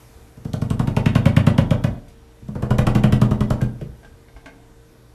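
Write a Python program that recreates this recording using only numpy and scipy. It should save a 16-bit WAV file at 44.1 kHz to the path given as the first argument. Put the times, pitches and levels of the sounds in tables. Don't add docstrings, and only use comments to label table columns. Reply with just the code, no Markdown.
import sys
import numpy as np
from scipy import signal
from scipy.fft import rfft, irfft
from scipy.io import wavfile

SR = 44100
rng = np.random.default_rng(int(sys.argv[2]) if len(sys.argv) > 2 else 0)


def volts_from_db(level):
    exponent = np.asarray(level, float) / 20
    return 10 ** exponent


def pcm_store(signal):
    levels = np.round(np.clip(np.atleast_2d(signal), -1, 1) * 32767)
    wavfile.write(sys.argv[1], SR, levels.astype(np.int16).T)


N = 226669

# panel push in seconds, kick level in dB, claw level in dB,
# pad firmness in dB, lean of the core to its low note in dB.
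BOUT_1 = [(0.375, -30.5, -54, -4, 14.5), (0.4543, -14.5, -50, 0.5, 21), (0.538, -10.5, -37, -3, 24.5),
          (0.6217, -9, -39.5, -2.5, 12), (0.7077, -7.5, -38, 0, -15), (0.7987, -7, -36.5, 1.5, 3),
          (0.8783, -7, -40, 0.5, -24.5), (0.9699, -5.5, -36, 2.5, 0), (1.0641, -2, -36, -0.5, -23),
          (1.157, -1, -32, -1.1, -17), (1.261, 0.5, -33, 1, 17), (1.3695, -0.94, -31, 1.1, 19.5),
          (1.4723, 1, -33.5, 2, 0.5), (1.5855, 0.28, -33.5, 2, 5.5), (1.7121, -3.5, -37, 5, 30),
          (1.8437, -5, -36.5, 1, 35.5)]
BOUT_2 = [(2.4249, -31, -74.5, -17.5, 11.5), (2.486, -20, -56, 1, 6.5), (2.555, -15.5, -52, 9, 10.5),
          (2.6257, -10, -43, 5.5, 6.5), (2.707, -7, -36.5, 5.5, -5), (2.7854, -3.5, -29.5, 1.5, -12.5),
          (2.8687, -4.5, -30, 5, -21), (2.9527, -2.5, -33.5, 4, -2), (3.0387, -3, -33.5, 2.1, 12.5),
          (3.1258, -2, -32, -2, 4.5), (3.2164, -3, -32, 2.5, -9.5), (3.3128, -6, -39.5, 3, -3.5),
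          (3.4078, -8, -35, 2, -10), (3.5051, -6.5, -33, 1.5, -1), (3.618, -6, -41, -2.5, 6)]
LANDING = [(3.813, -18.5, -53.5, -8, 29)]
# frequency in Hz, level in dB, T60 in seconds,
# start outward +1 or inward -1.
PANEL_MODES_1 = [(34.46, -29, 1, 1), (95.2, -11.5, 0.281, -1), (118.38, -8.5, 0.169, -1),
                 (142.17, -21.5, 0.043, 1), (166.6, -3.5, 0.0604, 1), (209.7, -17, 0.178, 1),
                 (230.5, -13, 0.217, 1), (281, -26.5, 0.219, -1), (352.6, -35.5, 0.717, -1),
                 (440, -25, 0.031, 1), (428, -77.5, 0.197, -1), (563.8, -33.5, 0.063, -1)]
PANEL_MODES_2 = [(27.8, -16, 0.334, 1), (93.3, -14.5, 0.204, 1), (114.66, -11, 0.1436, 1),
                 (118.84, -6, 0.173, 1), (136.96, 2, 0.0594, -1), (154.2, -58, 0.25, -1),
                 (211.8, -8, 0.186, 1), (234.5, -18, 0.451, 1), (272.64, -27, 0.8, 1),
                 (326.1, -21, 0.166, 1), (395.1, -23.5, 0.1296, 1), (440, -25.5, 0.034, 1),
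                 (512, -17, 0.0137, -1)]
FOOT_MODES = [(64.5, -11.5, 0.323, 1), (123.9, -7, 0.235, 1), (152.4, -6, 0.223, -1),
              (210.4, -14.5, 0.24, 1), (334.3, -12.5, 0.127, -1), (420, -15, 0.124, 1),
              (472, -16, 0.104, -1), (594, -8.5, 0.0344, 1), (694, -31.5, 0.072, -1)]
# frequency in Hz, density in dB per Hz.
SLAP_COLOUR = [(180, -46), (300, 10.5), (372, 0.5), (584, -7), (787, -3), (1040, -10.5), (1780, -16.5),
               (2650, -22.5), (2880, -18), (3950, -24.5), (12300, -33), (15200, -46), (16000, -63)]
# frequency in Hz, width in Hz, height in dB.
FRAME_PEAKS = [(609.5, 68, 5), (832, 246, -6), (1073.4, 84, 3), (1446, 91, 3), (1940, 98, 2),
               (2455, 213, 4), (2800, 79, 1.5)]
# time in seconds, skin over claws in dB, low core note in Hz,
# its upward glide as a share, high core note in Hz.
PAW_LIE = [(0.499, -7, 498.3, 0.193, 918), (0.78, 3, 492.2, 0.155, 922.2), (1.07, 14.5, 454.8, 0.094, 923),
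           (1.14, 12, 616, 0.244, 1091), (1.6, 12.5, 624.2, 0.2723, 1094), (1.851, 8.5, 618.2, 0.215, 1096),
           (2.549, -2.5, 466.3, -0.154, 921), (2.72, 8, 473.6, -0.14, 1013),
           (3.05, 10.5, 442.6, -0.146, 1060), (3.2, 5.5, 467, -0.21, 1214), (3.5, 0.5, 440, -0.189, 1271),
           (3.8, 8, 440, -0.186, 1256)]
# time in seconds, level in dB, length in seconds.
BRUSH = (2.083, -56, 0.024)
# start in seconds, level in dB, length in seconds, ring in dB.
TICKS = [
    (3.61, -35, 0.0153, -4),
    (4.031, -41, 0.0079, -12),
    (4.047, -39, 0.0073, -10.5),
    (4.284, -44, 0.0045, -13),
    (4.364, -40, 0.014, -5.5),
    (4.403, -58.5, 0.0108, -10),
    (4.481, -50.5, 0.006, 2.5),
    (4.4585, -24, 0.00432, -19.5),
    (4.465, -38, 0.0035, -4.5),
]
# frequency in Hz, level in dB, T60 in seconds.
TICK_MODES = [(274.6, 1.5, 0.134), (682.7, 5.5, 0.06), (802.7, -8, 0.116), (874, -5, 0.086),
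              (1583.8, 3, 0.134), (2140, 5, 0.025)]
# time in seconds, level in dB.
STEPS = [
    (0.02, -59.5),
    (1.86, -23.5),
    (2.19, -45),
    (3.86, -33.5),
    (4.1, -38.5),
    (4.339, -40.5),
    (4.73, -51.5),
    (5.08, -53.5),
]
# frequency in Hz, T60 in seconds.
ROOM_T60 = [(60, 0.398), (400, 0.544), (1100, 0.357), (3000, 0.274), (8000, 0.192), (14000, 0.13)]
# frequency in Hz, level in dB.
FRIDGE_LINES = [(59.2, -55.5), (118.4, -56), (306.8, -64), (382.2, -67), (457.6, -60), (952.8, -74.5),
                (1523, -75), (3628, -79.5), (5650, -81.0)]
# frequency in Hz, density in dB per Hz.
AIR_COLOUR = [(15, -25), (25, 7), (40, -5), (60, 6.5), (85, -7.5), (123, -4.5), (160, -8.5), (300, -9.5),
              (420, -14), (574, -14.5), (900, -18), (3160, -28.5), (9000, -34), (12000, -33)]
# time in seconds, level in dB, hiss tilt above 2 kHz in dB per octave.
AIR_LEVEL = [(0, -46, 2.5), (.35, -48, 1), (2.2, -49, 0), (3.9, -48.5, 0.54), (4.4, -49.5, 0.36),
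             (5.14, -49.5, 0.5)]

THIRD_OCTAVES_HZ = 25 * 2 ** np.arange(0, 9.5, 1 / 3)
PANEL_LAG_S, CORE_UNDER_KICK_DB = (0.003091, 0.000524, -0.00104), (-11.5, -14.5, -4)


def rms_one(x):
    return x / np.sqrt(np.mean(x ** 2) + 1e-20)


def at_hz(points, hz):
    points_hz, values = np.array(points)[:, 0], np.array(points)[:, 1]
    return np.interp(np.log(hz), np.log(points_hz), values)


def band(x, low_hz, high_hz):
    return signal.sosfilt(signal.butter(2, [low_hz, high_hz], "band", fs=SR, output="sos"), x)


def drift(rate_hz):
    knots = rng.standard_normal(int(N / SR * rate_hz) + 2)
    return np.interp(np.arange(N) / SR * rate_hz, np.arange(len(knots)), knots)


def ring(clicks, hz, t60_s):
    radius, w = volts_from_db(-60 / (t60_s * SR)), 2 * np.pi * hz / SR
    return signal.lfilter([0, np.sin(w)], [1, -2 * radius * np.cos(w), radius ** 2], clicks + 1e-18)


def struck(modes, events, spread_db, contact_s):
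    at = [round(row[0] * SR) for row in events]
    blow_db = np.array(events)[:, 1]
    chance = rng.standard_normal((len(at), len(modes)))
    out = np.zeros(N)
    for k, (hz, level_db, t60_s, *sign) in enumerate(modes):
        clicks = np.zeros(N)
        clicks[at] = volts_from_db(blow_db + level_db + spread_db * chance[:, k]) * np.sign(sign or 1)
        out += ring(clicks, hz, t60_s)
    contact = np.hanning(round(contact_s * SR) + 3)
    return np.convolve(out, contact / contact.sum())[:N]


def bursts(times_s, levels_db, lengths_s, grain_db):
    envelope = np.zeros(N)
    for s, level_db, length_s in zip(times_s, levels_db, lengths_s):
        start = round(s * SR)
        t = np.arange(min(round(.08 * SR), N - start)) / SR
        attack = 1 - np.exp(-t / 0.000911)
        decay = np.exp(-(t / max(length_s, .001)) ** 0.64)
        envelope[start:][:len(t)] += volts_from_db(level_db) * attack * decay
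    grains = rng.standard_normal(N) * volts_from_db(grain_db * drift(1500))
    return envelope * rms_one(grains)


def colour(x, low_hz, high_hz):
    hz = np.maximum(np.arange(N // 2 + 1) * SR / N, 1)
    peaks_db = sum(db / (1 + (2 * (hz - f) / width) ** 2) for f, width, db in FRAME_PEAKS)
    gain = volts_from_db(at_hz(SLAP_COLOUR, hz) + peaks_db)
    gain = gain / np.sqrt((1 + (low_hz / hz) ** 6) * (1 + (hz / high_hz) ** 6))
    size = 2048
    coarse = np.interp(np.linspace(0, SR / 2, size + 1), hz, rms_one(gain))
    cepstrum = irfft(np.log(coarse + 1e-6))
    cepstrum[1:size] *= 2
    cepstrum[size + 1:] = 0
    return signal.fftconvolve(x, irfft(np.exp(rfft(cepstrum))))[:N]


def fridge():
    t, out = np.arange(N) / SR, 0
    for hz, db in FRIDGE_LINES:
        level = np.sqrt(2) * volts_from_db(db + 2.2 * drift(10))
        out = out + level * np.sin(2 * np.pi * hz * t + 1.25 * drift(6.5))
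    return out


def air():
    s, level_db, tilt = np.transpose(AIR_LEVEL)
    t, out, white = np.arange(N) / SR, 0, rng.standard_normal((2, N))
    for k, (low, high) in enumerate(zip(THIRD_OCTAVES_HZ, THIRD_OCTAVES_HZ[1:])):
        hz = np.sqrt(low * high)
        hiss_db = np.interp(t, s, tilt) * max(np.log2(hz / 2000), 0)
        flicker_db = 3.36 * (200 / hz) ** 0.307 * drift(11)
        out = out + volts_from_db(at_hz(AIR_COLOUR, hz) + hiss_db + flicker_db) * band(white[k % 2], low, high)
    out = signal.sosfilt(signal.cheby2(12, 26, 13100, fs=SR, output="sos"), out)
    return volts_from_db(np.interp(t, s, level_db)) * rms_one(out)


def floorboards():
    shudder = band(band(rng.standard_normal(N), 38.6, 81.2), 38.6, 81.2)
    follow, swell_s, still_db = 0.52, 0.0257, -74
    shakes = list(STEPS)
    for bout, shake_db in ((BOUT_1, -30.5), (BOUT_2, -24)):
        shakes += [(row[0], shake_db + follow * row[1]) for row in bout]
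    s, level_db = np.transpose(shakes)
    coarse = np.arange(0, N, 64)
    since = np.maximum(coarse / SR - s[:, None], 0) / swell_s
    envelope = volts_from_db(still_db) + volts_from_db(level_db) @ (since * np.exp(1 - since))
    return volts_from_db(-4.5) * np.interp(np.arange(N), coarse, envelope) * rms_one(shudder)


def touches():
    rows = []
    for group, lag_s, core_db in zip((BOUT_1, BOUT_2, LANDING), PANEL_LAG_S, CORE_UNDER_KICK_DB):
        for s, kick_db, claw_db, pad_db, lean_db in group:
            length_s = 0.007332 * volts_from_db(0.514 * (kick_db - 30.5 - claw_db))
            knock_db = claw_db + 22.5 + pad_db
            rows.append((s - lag_s, kick_db + core_db + pad_db, claw_db, knock_db, lean_db, length_s))
    s, *levels, length_s = np.transpose(rows)
    return s, *levels, length_s, s - 0.509 * (length_s - .006)


def paw(s):
    at, *columns = np.transpose(PAW_LIE)
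    return [np.interp(s, at, column) for column in columns]


def slaps():
    _, _, claw_db, knock_db, _, length_s, s = touches()
    knock = colour(bursts(s + 0.00136, knock_db - 7.5, 1.174 * length_s, grain_db=-2.0), 501.6, 1403)
    slap_db = claw_db + paw(s)[0] + 4.5
    slap = colour(bursts(s - .001, slap_db, 0.599 * length_s, grain_db=4.5), 1725, 3347)
    s, claw_db, length_s = np.c_[[s, claw_db, length_s], BRUSH]
    scratch = colour(bursts(s - .002, claw_db + 5.0, 0.583 * length_s, grain_db=3.5), 3876, 22700.0)
    return knock + slap + scratch


def panel_boom():
    first = struck(PANEL_MODES_1, BOUT_1, spread_db=1.02, contact_s=0.000635)
    second = struck(PANEL_MODES_2, BOUT_2, spread_db=2.15, contact_s=0.00104)
    return first + second


def hollow(times_s, levels_db, pitches_hz, t60_s, rises):
    out, t = np.zeros(N), np.arange(round(.2 * SR)) / SR
    swell_in_s, glide_s = 0.00995, 0.01541
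    swell = (1 - np.exp(-t / swell_in_s)) ** 2
    for s, level_db, hz, rise in zip(times_s, levels_db, pitches_hz, rises):
        cycles_s = t - rise * glide_s * (1 - np.exp(-t / glide_s))
        note = swell * volts_from_db(level_db - 60 * t / t60_s) * np.sin(2 * np.pi * hz * cycles_s)
        out[round(s * SR):][:len(t)] += note
    return out


def core():
    s, core_db, _, _, lean_db, *_ = touches()
    _, low_hz, rise, high_hz = paw(s)
    low_db = core_db - 10 * np.log10(1 + volts_from_db(-2 * lean_db))
    high_db = core_db - 10 * np.log10(1 + volts_from_db(2 * lean_db))
    low = hollow(s + 0.001386, low_db + 5.5, low_hz, 0.0714, rise)
    high = hollow(s - .003, high_db + 10, high_hz, 0.0389, 0.086 * rise)
    return low + high


def kitchen(x):
    t, tail = np.arange(round(.6 * SR)) / SR, 0
    white = rng.standard_normal((len(THIRD_OCTAVES_HZ), len(t)))
    for noise, low, high in zip(white, THIRD_OCTAVES_HZ, THIRD_OCTAVES_HZ[1:]):
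        t60_s = at_hz(ROOM_T60, low)
        clump_db = 3.5 * (low > 900) * drift(90)[:len(t)]
        dying = band(noise, low, high) * volts_from_db(-60 * t / t60_s + clump_db)
        build_up = 1 - np.exp(-(t / 0.00993) ** 2)
        tail = tail + rms_one(dying * build_up) * np.sqrt(low * t60_s)
    return signal.fftconvolve(x, tail / np.sqrt(np.sum(tail ** 2)))[:N]


def ticks():
    s, level_db, length_s, ring_db = np.transpose(TICKS)
    scuff = colour(bursts(s, level_db - 9.5, length_s, grain_db=3.5), 1100, 7900)
    blows = np.transpose([s, level_db + ring_db - 2.0])
    return scuff + struck(TICK_MODES, blows, spread_db=3.5, contact_s=0.000175)


def paw_landing():
    return struck(FOOT_MODES, LANDING, spread_db=0.2, contact_s=0.0006)


def scene():
    boom = panel_boom()
    bright = slaps() + ticks()
    notes = core() + paw_landing()
    wet = kitchen(volts_from_db(-7.5) * bright + volts_from_db(-11.5) * notes + volts_from_db(-12) * boom)
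    return (boom + bright + notes + wet + floorboards() + fridge() + air())[None]


def top_cut(x):
    return signal.sosfilt(signal.butter(12, 16610, fs=SR, output="sos"), x)


def record(dry):
    mix = signal.sosfilt(signal.butter(2, 18, "high", fs=SR, output="sos"), dry)
    mix = np.clip(mix, -.97, .97)
    mix = signal.sosfilt(signal.cheby2(12, 50, 16400, fs=SR, output="sos"), mix)
    return top_cut(mix)


dry = scene()
out = record(dry)
pcm_store(out)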